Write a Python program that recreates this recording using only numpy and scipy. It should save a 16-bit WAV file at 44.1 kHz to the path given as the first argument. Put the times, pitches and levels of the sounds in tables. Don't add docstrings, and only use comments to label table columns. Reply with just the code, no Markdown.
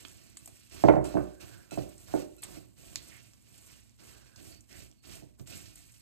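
import sys
import numpy as np
from scipy import signal
from scipy.fft import rfft, irfft, next_fast_len
from scipy.io import wavfile
from scipy.ndimage import uniform_filter1d, minimum_filter1d

SR = 44100
rng = np.random.default_rng(int(sys.argv[2]) if len(sys.argv) > 2 else 0)


def to_wav(s):
    ch = np.atleast_2d(s).T
    pcm = np.round(np.clip(ch, -1, 1) * 32767)
    wavfile.write(sys.argv[1], SR, pcm.astype(np.int16))


N = 265041


def amp(db):
    return 10 ** (np.asarray(db) / 20)


def unit(x):
    return x / np.sqrt(np.mean(x ** 2) + 1e-20)


def curve_at(points, hz):
    f, value = np.transpose(points)
    return np.interp(np.log(hz + 1), np.log(f + 1), value)


def add(mix, start_s, sound):
    part = mix[max(round(start_s * SR), 0):][:len(sound)]
    part += sound[:len(part)]


def colour(x, eq, size=8192):
    log_gain = np.log(amp(curve_at(eq, abs(np.fft.fftfreq(size, 1 / SR)))))
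    taps = np.fft.ifft(np.exp(np.conj(signal.hilbert(log_gain)))).real
    return signal.oaconvolve(x, taps[:size // 2])[:len(x)]


def resonate(x, hz, width_hz):
    turn = np.exp(2j * np.pi * np.cumsum(hz) / SR)
    pole = np.exp(-np.pi * width_hz / SR)
    return 2 * (turn * signal.lfilter([1 - pole], [1, -pole], x / turn)).real


def wander(rate_hz):
    lowpass = np.exp(-(np.fft.rfftfreq(N, 1 / SR) / rate_hz) ** 2)
    return unit(irfft(rfft(rng.standard_normal(N)) * lowpass, N))


def grains(per_s, spread_db):
    size = amp(spread_db * np.minimum(rng.exponential(1, N), 5))
    return unit(size * rng.choice([-1, 1], N) * (rng.random(N) < per_s / SR))


# (frequency [Hz], t60 [s])
KITCHEN_DECAY = [(100, 0.18), (300, 0.54), (700, 0.4), (2000, 0.3), (6000, 0.13), (14000, 0.096)]
def room(x, gap_s=0.002):
    taps = rng.choice([-1., 1.], SR) * (np.arange(SR) > gap_s * SR)
    hz, t, bands = signal.stft(taps, SR, nperseg=256)
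    decay = amp(-60 * t / curve_at(KITCHEN_DECAY, hz)[:, None])
    tail = signal.istft(bands * decay, SR, nperseg=256)[1]
    return signal.oaconvolve(x, tail / np.linalg.norm(tail))[:len(x)]


# (start [s], rise [s], release [s], fizz [dB], scrape [dB], shove [dB], grind [dB])
PUSHES = [(-0.01, 0.01, 0.74, -62, -61.5, -58.5, -74.5), (0.338, 0.19, 0.06, -65.5, -72.5, -68.5, -91),
          (0.519, 0.05, 0.98, -67.5, -70.5, -104, -104), (0.697, 0.15, 0.15, -58.5, -55.5, -52, -64.5),
          (1.034, 0.018, 0.32, -58.5, -56, -53, -55), (1.392, 0.014, 0.37, -60.5, -58, -52.5, -63),
          (1.704, 0.024, 0.31, -57, -57, -50.5, -62.5), (1.975, 0.036, 0.88, -64.5, -70, -62, -78.5),
          (2.065, 0.14, 0.071, -58.5, -57, -50.5, -59.5), (2.418, 0.14, 0.12, -60.5, -61, -53, -65.5),
          (2.759, 0.2, 0.43, -61.5, -63.5, -57.5, -72.5), (3.001, 0.094, 0.45, -63, -64, -66, -75),
          (3.451, 0.27, 0.26, -63.5, -66.5, -66.5, -77), (3.974, 0.11, 0.48, -64.5, -63, -63, -67.5),
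          (4.351, 0.15, 0.12, -62, -63, -55.5, -77), (4.678, 0.15, 0.086, -61, -61, -56, -78),
          (5.022, 0.15, 0.089, -59.5, -58, -54.5, -68), (5.376, 0.019, 0.059, -68.5, -83, -52.5, -71),
          (5.456, 0.084, 0.27, -53.5, -54, -52, -71), (5.75, 0.029, 0.68, -64, -68, -75.5, -84.5)]
def effort(layer, bite_db=-9.5, bite_s=0.018, release_db=-21, lag_s=0, stretch=1):
    t, power = np.arange(N) / SR, np.zeros(N)
    fader = ["fizz", "scrape", "shove", "grind"].index(layer)
    for start, rise, release, *levels in PUSHES:
        age = t - start - lag_s
        rise_left = np.clip(1 - age / rise, 0, 1)
        letting_go = np.maximum(age - rise, 0) / (release * stretch)
        db = levels[fader] + bite_db * rise_left ** 2 + release_db * letting_go ** 0.94
        power += (np.clip(age / bite_s, 0, 1) * amp(db)) ** 2
    return np.sqrt(power)


# (pitch [Hz], struck at the rim [dB], struck low down [dB], t60 [s])
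GLASS_MODES = [(1405, -1, -22, .17), (2605, 0, -20, .25), (2860, -5, -20, .06), (4048, 1, -16, .27),
               (4510, -16, -2, .07), (5690, -4, -22, .16), (6880, -14, 0, .04), (7490, -5, -16, .14),
               (7850, -15, -1, .1), (8080, -7, -7, .14), (8850, -12, -2, .09), (9385, -7, -14, .13)]
def glass_ring(height, tilt_db=0):
    t = np.arange(SR // 3) / SR
    out = np.zeros(len(t))
    for hz, rim_db, wall_db, t60 in GLASS_MODES:
        db = height * rim_db + (1 - height) * wall_db + tilt_db * np.log2(hz / 4000)
        out += amp(db - 60 * t / t60) * np.sin(2 * np.pi * hz * t)
    return out


# (frequency [Hz], gain [dB])
FIZZ_EQ = [(1500, -25), (4000, -9), (6000, -4.5), (7800, 2), (9500, 0), (12000, -4), (14000, -11.5),
           (16000, -30.5)]
# (frequency [Hz], gain [dB])
SCRAPE_EQ = [(200, 1.5), (450, -9), (900, -19), (1400, -9.5), (1900, -7), (2700, -1.5), (3500, -7.5),
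             (4500, -3.5), (6000, -5), (9000, -29), (16000, -40.5)]
# (frequency [Hz], gain [dB])
GRIND_EQ = [(100, -12.5), (330, 3.5), (480, 5.5), (700, -1.5), (950, -1.5), (1400, -1), (2200, -11),
            (6000, -43.5)]
def rustle(pocket_hz=2400, settle_fizz_db=-82.5, settle_scrape_db=-85.5):
    slips = grains(per_s=9590, spread_db=1.6)
    crackle = amp(-12) * grains(per_s=99, spread_db=3.5)
    fizz = unit(colour(slips + crackle, FIZZ_EQ)) * (effort("fizz") + amp(settle_fizz_db))
    fizz *= amp(3.1 + 2.1 * wander(70))
    drag = unit(colour(grains(per_s=7000, spread_db=1.8), SCRAPE_EQ))
    pocket = unit(resonate(drag, pocket_hz * np.exp(0.28 * wander(27)), width_hz=200))
    scrape = unit(drag + amp(-18) * pocket) * (effort("scrape") + amp(settle_scrape_db))
    scrape *= amp(7 + 2 * wander(31))
    grind = unit(colour(grains(per_s=1500, spread_db=2), GRIND_EQ)) * effort("grind") * amp(8)
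    flakes = fizz + scrape + grind
    glass = glass_ring(height=0.45)
    sheen = signal.oaconvolve(flakes, glass / np.linalg.norm(glass))[:N]
    return flakes + amp(-30) * sheen + amp(-12.5) * room(flakes)


# (frequency [Hz], gain [dB])
RUMBLE_EQ = [(20, -15), (45, -5), (65, -2), (100, 5), (130, 1.5), (180, -5), (250, -9), (315, -1),
             (450, -20), (680, -15.5), (900, -36.5), (2000, -33.5)]
def rumble(firmness=1.2):
    shove = effort("shove", bite_db=-2, lag_s=0.013, stretch=1.3)
    lumps = unit(colour(grains(per_s=1400, spread_db=1.496), RUMBLE_EQ)) * shove * amp(6)
    hollow_eq = [(60, -21.5), (200, -12), (330, 2.5), (480, -10.5), (700, -3), (950, -36.5), (3000, -50)]
    patter = unit(colour(grains(per_s=500, spread_db=3), hollow_eq))
    return lumps + amp(-58) * patter * (shove / amp(-54)) ** firmness


# (frequency [Hz], gain [dB])
ROOM_TONE_EQ = [(20, -50.5), (45, 0), (62, 14), (85, -2.5), (106, 15), (125, 9), (160, -7), (240, 4.5),
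                (400, -21.5), (1000, -21.5), (4000, -53.5)]
def room_tone():
    return unit(colour(rng.standard_normal(N), ROOM_TONE_EQ))


# (time [s], level [dB], centre [Hz], crumble t60 [s], relative thump [dB])
SNAPS = [(0.0504, -22, 3050, 0.022, -10), (0.0835, -27.5, 6540, 0.0082, -19),
         (0.3704, -24.5, 7500, 0.017, -6.5), (0.4585, -27, 8650, 0.029, -18.5),
         (0.476, -29, 9200, 0.022, -7.5), (0.8853, -11, 2360, 0.016, -19), (1.043, -29.5, 7260, 0.038, -17),
         (1.7097, -34.5, 2700, 0.015, -8.5), (1.7103, -35, 7600, 0.04, -16),
         (1.98, -38.5, 7000, 0.024, -18), (2.366, -34, 9600, 0.0069, -18), (2.422, -30, 9500, 0.023, -25),
         (2.429, -30, 3870, 0.11, -3.5), (2.4348, -20.5, 7850, 0.054, -38), (2.958, -9.5, 2520, 0.011, -25),
         (2.958, -9, 5300, 0.0092, -37), (2.96, -30.5, 4170, 0.26, -28), (3.087, -32, 6240, 0.0053, -11),
         (3.335, -33.5, 5500, 0.0061, -7), (3.895, -39, 6000, 0.0065, -17.5),
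         (4.3598, -32.5, 5080, 0.04, -14), (4.547, -32.5, 5200, 0.01, -15.5),
         (4.607, -37.5, 6500, 0.025, -22), (4.728, -29.5, 4800, 0.009, -10), (4.914, -36, 5670, 0.01, -17),
         (4.926, -43, 3800, 0.008, -15), (5.3958, -37.5, 5180, 0.036, -4), (5.4729, -32.5, 6500, 0.04, -11),
         (5.7565, -31, 8670, 0.026, -20.5)]
def snaps(width_octaves=0.29, skirt_db_per_octave=-18, crumble_db=-6, wet_db=-11.5):
    t, out = np.arange(SR // 3) / SR, np.zeros(N)
    bands = np.geomspace(200, 16000, 14)
    click = 1. * (t == 0)
    for start, db, hz, t60, thump_db in SNAPS:
        octaves = np.log2(bands / hz)
        peak = -10 * np.log10(1 + (octaves / width_octaves) ** 4)
        shelf = thump_db + skirt_db_per_octave * np.maximum(octaves, 0)
        eq = np.c_[bands, np.maximum(peak, shelf)]
        crumble = rng.standard_normal(len(t)) * amp(crumble_db - 60 * t / t60)
        makeup = np.sqrt(SR / 4 / hz)
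        add(out, start, amp(db) * colour(click + crumble, eq, size=1024) * makeup)
    return out + amp(wet_db) * room(out)


# (time [s], level [dB], height [0 low wall to 1 rim], brightness [dB/octave])
GLASS_TAPS = [(0.371, -51, 0.041, 3.5), (0.478, -54, 0.18, -1), (1.054, -48, 0.7, 5),
              (1.7094, -50.5, 0.96, -2.5), (1.9797, -61, 0.27, 6), (2.382, -59, 0.89, 0.5),
              (2.425, -57, 0.15, 7), (5.7574, -57, 0.3, 2.5)]
def clinks(wet_db=-10):
    out = np.zeros(N)
    for start, db, height, tilt_db in GLASS_TAPS:
        add(out, start, amp(db) * glass_ring(height, tilt_db))
    return out + amp(wet_db) * room(out)


# (pitch [Hz], level [dB], t60 [s])
KNOCK_MODES = [(65, -26, 0.61), (112, -21.5, 0.18), (129.3, -13, 0.22), (194, -16.5, 0.081),
               (310.6, 2.5, 0.055), (313.6, -19.5, 0.31), (361.7, -5, 0.16), (386, -18.5, 0.25),
               (432, -15.5, 0.22), (504.7, -11.5, 0.14), (536.3, -18.5, 0.18), (575.7, -15, 0.057),
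               (601, -18, 0.18), (606, -12.5, 0.28), (682, 3, 0.035), (747, -20, 0.21), (711, -13.5, 0.045),
               (785, -19, 0.16), (837, -13.5, 0.09), (1004, -23, 0.037)]
# (time [s], level [dB], hardness as low-pass corner [Hz], worktop weight [dB])
LANDINGS = [(0.476, -48.5, 1102, -6), (0.8383, -5.5, 785, 5.5), (0.8836, -13.5, 1600, -14),
            (0.8855, -2.5, 1100, -3.5), (0.8944, -16, 410, 0), (0.9378, -17.5, 1255, 12),
            (0.9658, -14, 760, 10.5), (1.0134, -19.5, 405, -8), (1.142, -19, 380, 9),
            (1.1526, -11, 363, -6), (1.1698, -18, 1420, 9), (1.719, -30, 590, 7), (1.7744, -19.5, 600, 8.5),
            (2.139, -12.5, 510, -5.5), (2.568, -29.5, 250, 3), (5.223, -39, 443, 10.5),
            (5.398, -29, 166, 6)]
def knocks(rise_cycles=0.41, lag_cycles=1.356, chatter_db=-2, chatter_decay_s=0.0057):
    t, thuds, rattle = np.arange(SR) / SR, np.zeros(N), np.zeros(N)
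    modes = []
    for hz, db, t60 in KNOCK_MODES:
        cycles = np.maximum(hz * t - lag_cycles * max(1 - hz / 630, 0), 0)
        attack = 1 - np.exp(-cycles / rise_cycles)
        modes.append(amp(db - 60 * cycles / hz / t60) * np.sin(2 * np.pi * cycles) * attack)
    worktop, bowl = sum(modes[:4]), sum(modes[4:])
    chatter_eq = [(200, -17), (600, 6.5), (1250, 2.5), (1800, 2.5), (2800, -3.5), (4000, -28), (9000, -41)]
    for start, db, corner_hz, weight_db in LANDINGS:
        soften = signal.butter(2, corner_hz, fs=SR)
        add(thuds, start, amp(db) * signal.lfilter(*soften, bowl + amp(weight_db) * worktop))
        chatter = colour(rng.standard_normal(SR) * np.exp(-t / chatter_decay_s), chatter_eq)
        add(rattle, start, amp(db + chatter_db) * signal.lfilter(*soften, chatter))
    reverb_send = amp(-14) * thuds + amp(-5) * rattle
    return reflect(thuds) + rattle + room(reverb_send, gap_s=0.0059)


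# (delay [s], level [dB], low-pass corner [Hz])
REFLECTIONS = [(0.0121, -10.5, 736), (0.0243, -18.5, 2000), (0.0351, -14, 3000), (0.0571, -20.5, 2000)]
def reflect(x):
    out = x.copy()
    for delay_s, db, corner_hz in REFLECTIONS:
        add(out, delay_s, amp(db) * signal.lfilter(*signal.butter(1, corner_hz, fs=SR), x))
    return out


# (start [s], length [s], pitch [Hz], width [Hz], level [dB], glide [octaves/s])
BLADE_RUBS = [(1.271, 0.51, 1550, 260, -62.5, -0.19), (3.075, 0.15, 2073, 1190, -57, 0),
              (4.02, 0.53, 1560, 258.6, -66.5, -0.16), (4.487, 0.12, 4490, 130.7, -58, 0),
              (4.69, 0.11, 1930, 868, -51.5, -0.92), (4.956, 0.28, 4505, 170, -70, 0.28)]
def rubs(flutter_db=3, flutter_hz=8.4):
    out = np.zeros(N)
    flutter = unit(amp(flutter_db * wander(flutter_hz)))
    for start, length, hz, width_hz, db, glide in BLADE_RUBS:
        slips = rng.standard_normal(SR)[:int(length * SR)]
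        pitch = hz * 2 ** (glide * (np.arange(len(slips)) / SR - length / 2))
        tone = unit(resonate(resonate(slips, pitch, width_hz), pitch, width_hz))
        add(out, start, amp(db) * tone * np.sqrt(np.hanning(len(tone))))
    return out * flutter


# (frequency [Hz], gain [dB])
LEFT_EQ = [(30, -6), (110, -10), (380, -8), (700, -6.5), (1200, -8), (1650, -22), (2300, -16), (2800, -22),
           (4200, -17), (5500, -9), (7200, -1), (9500, 0), (16000, 0)]
# (frequency [Hz], lead [rad])
LEFT_PHASE = [(20, 0), (100, -3.0), (260, -3.3), (1380, -5.0), (1750, -7.7), (2600, -8.7), (3100, -11.8),
              (3900, -12.3), (4600, -10.1), (6000, -8.1), (7000, -6.7), (8300, -6.1), (10100, -3.3),
              (11200, -2.9), (12200, -0.2), (14000, .3), (14600, 2.9)]
def widen(x):
    size = next_fast_len(N + SR // 4)
    hz = np.fft.rfftfreq(size, 1 / SR)
    response = amp(curve_at(LEFT_EQ, hz)) * np.exp(1j * curve_at(LEFT_PHASE, hz))
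    left = irfft(rfft(x, size) * response, size)[:N]
    return np.array([left, x])


def scene():
    bowl = rustle() + rubs() + rumble() + knocks() + snaps() + clinks()
    treble = colour(bowl, [(300, -5.5), (1500, -9.5), (4000, -5.5), (8000, 2.5), (10500, -13.5)])
    scatter = amp(-18) * np.array([room(treble), room(treble)])
    close = widen(bowl + amp(-61.5) * room_tone())
    wide_bed = amp(-68) * np.array([room_tone(), room_tone()])
    return close + scatter + wide_bed


def record(dry):
    bass_cut_hz, ceiling, top_cut_hz = 38, 0.93, 15750
    dry = signal.sosfilt(signal.butter(4, bass_cut_hz, "highpass", fs=SR, output="sos"), dry)
    peaks = np.maximum(abs(dry).max(0), ceiling)
    held_gain = minimum_filter1d(ceiling / peaks, size=401)
    limited = dry * uniform_filter1d(held_gain, size=401)
    top_cut = signal.firwin(511, top_cut_hz, window=("kaiser", 9), fs=SR)
    return signal.oaconvolve(limited, top_cut[None], "same")


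dry = scene()
out = record(dry)
to_wav(out)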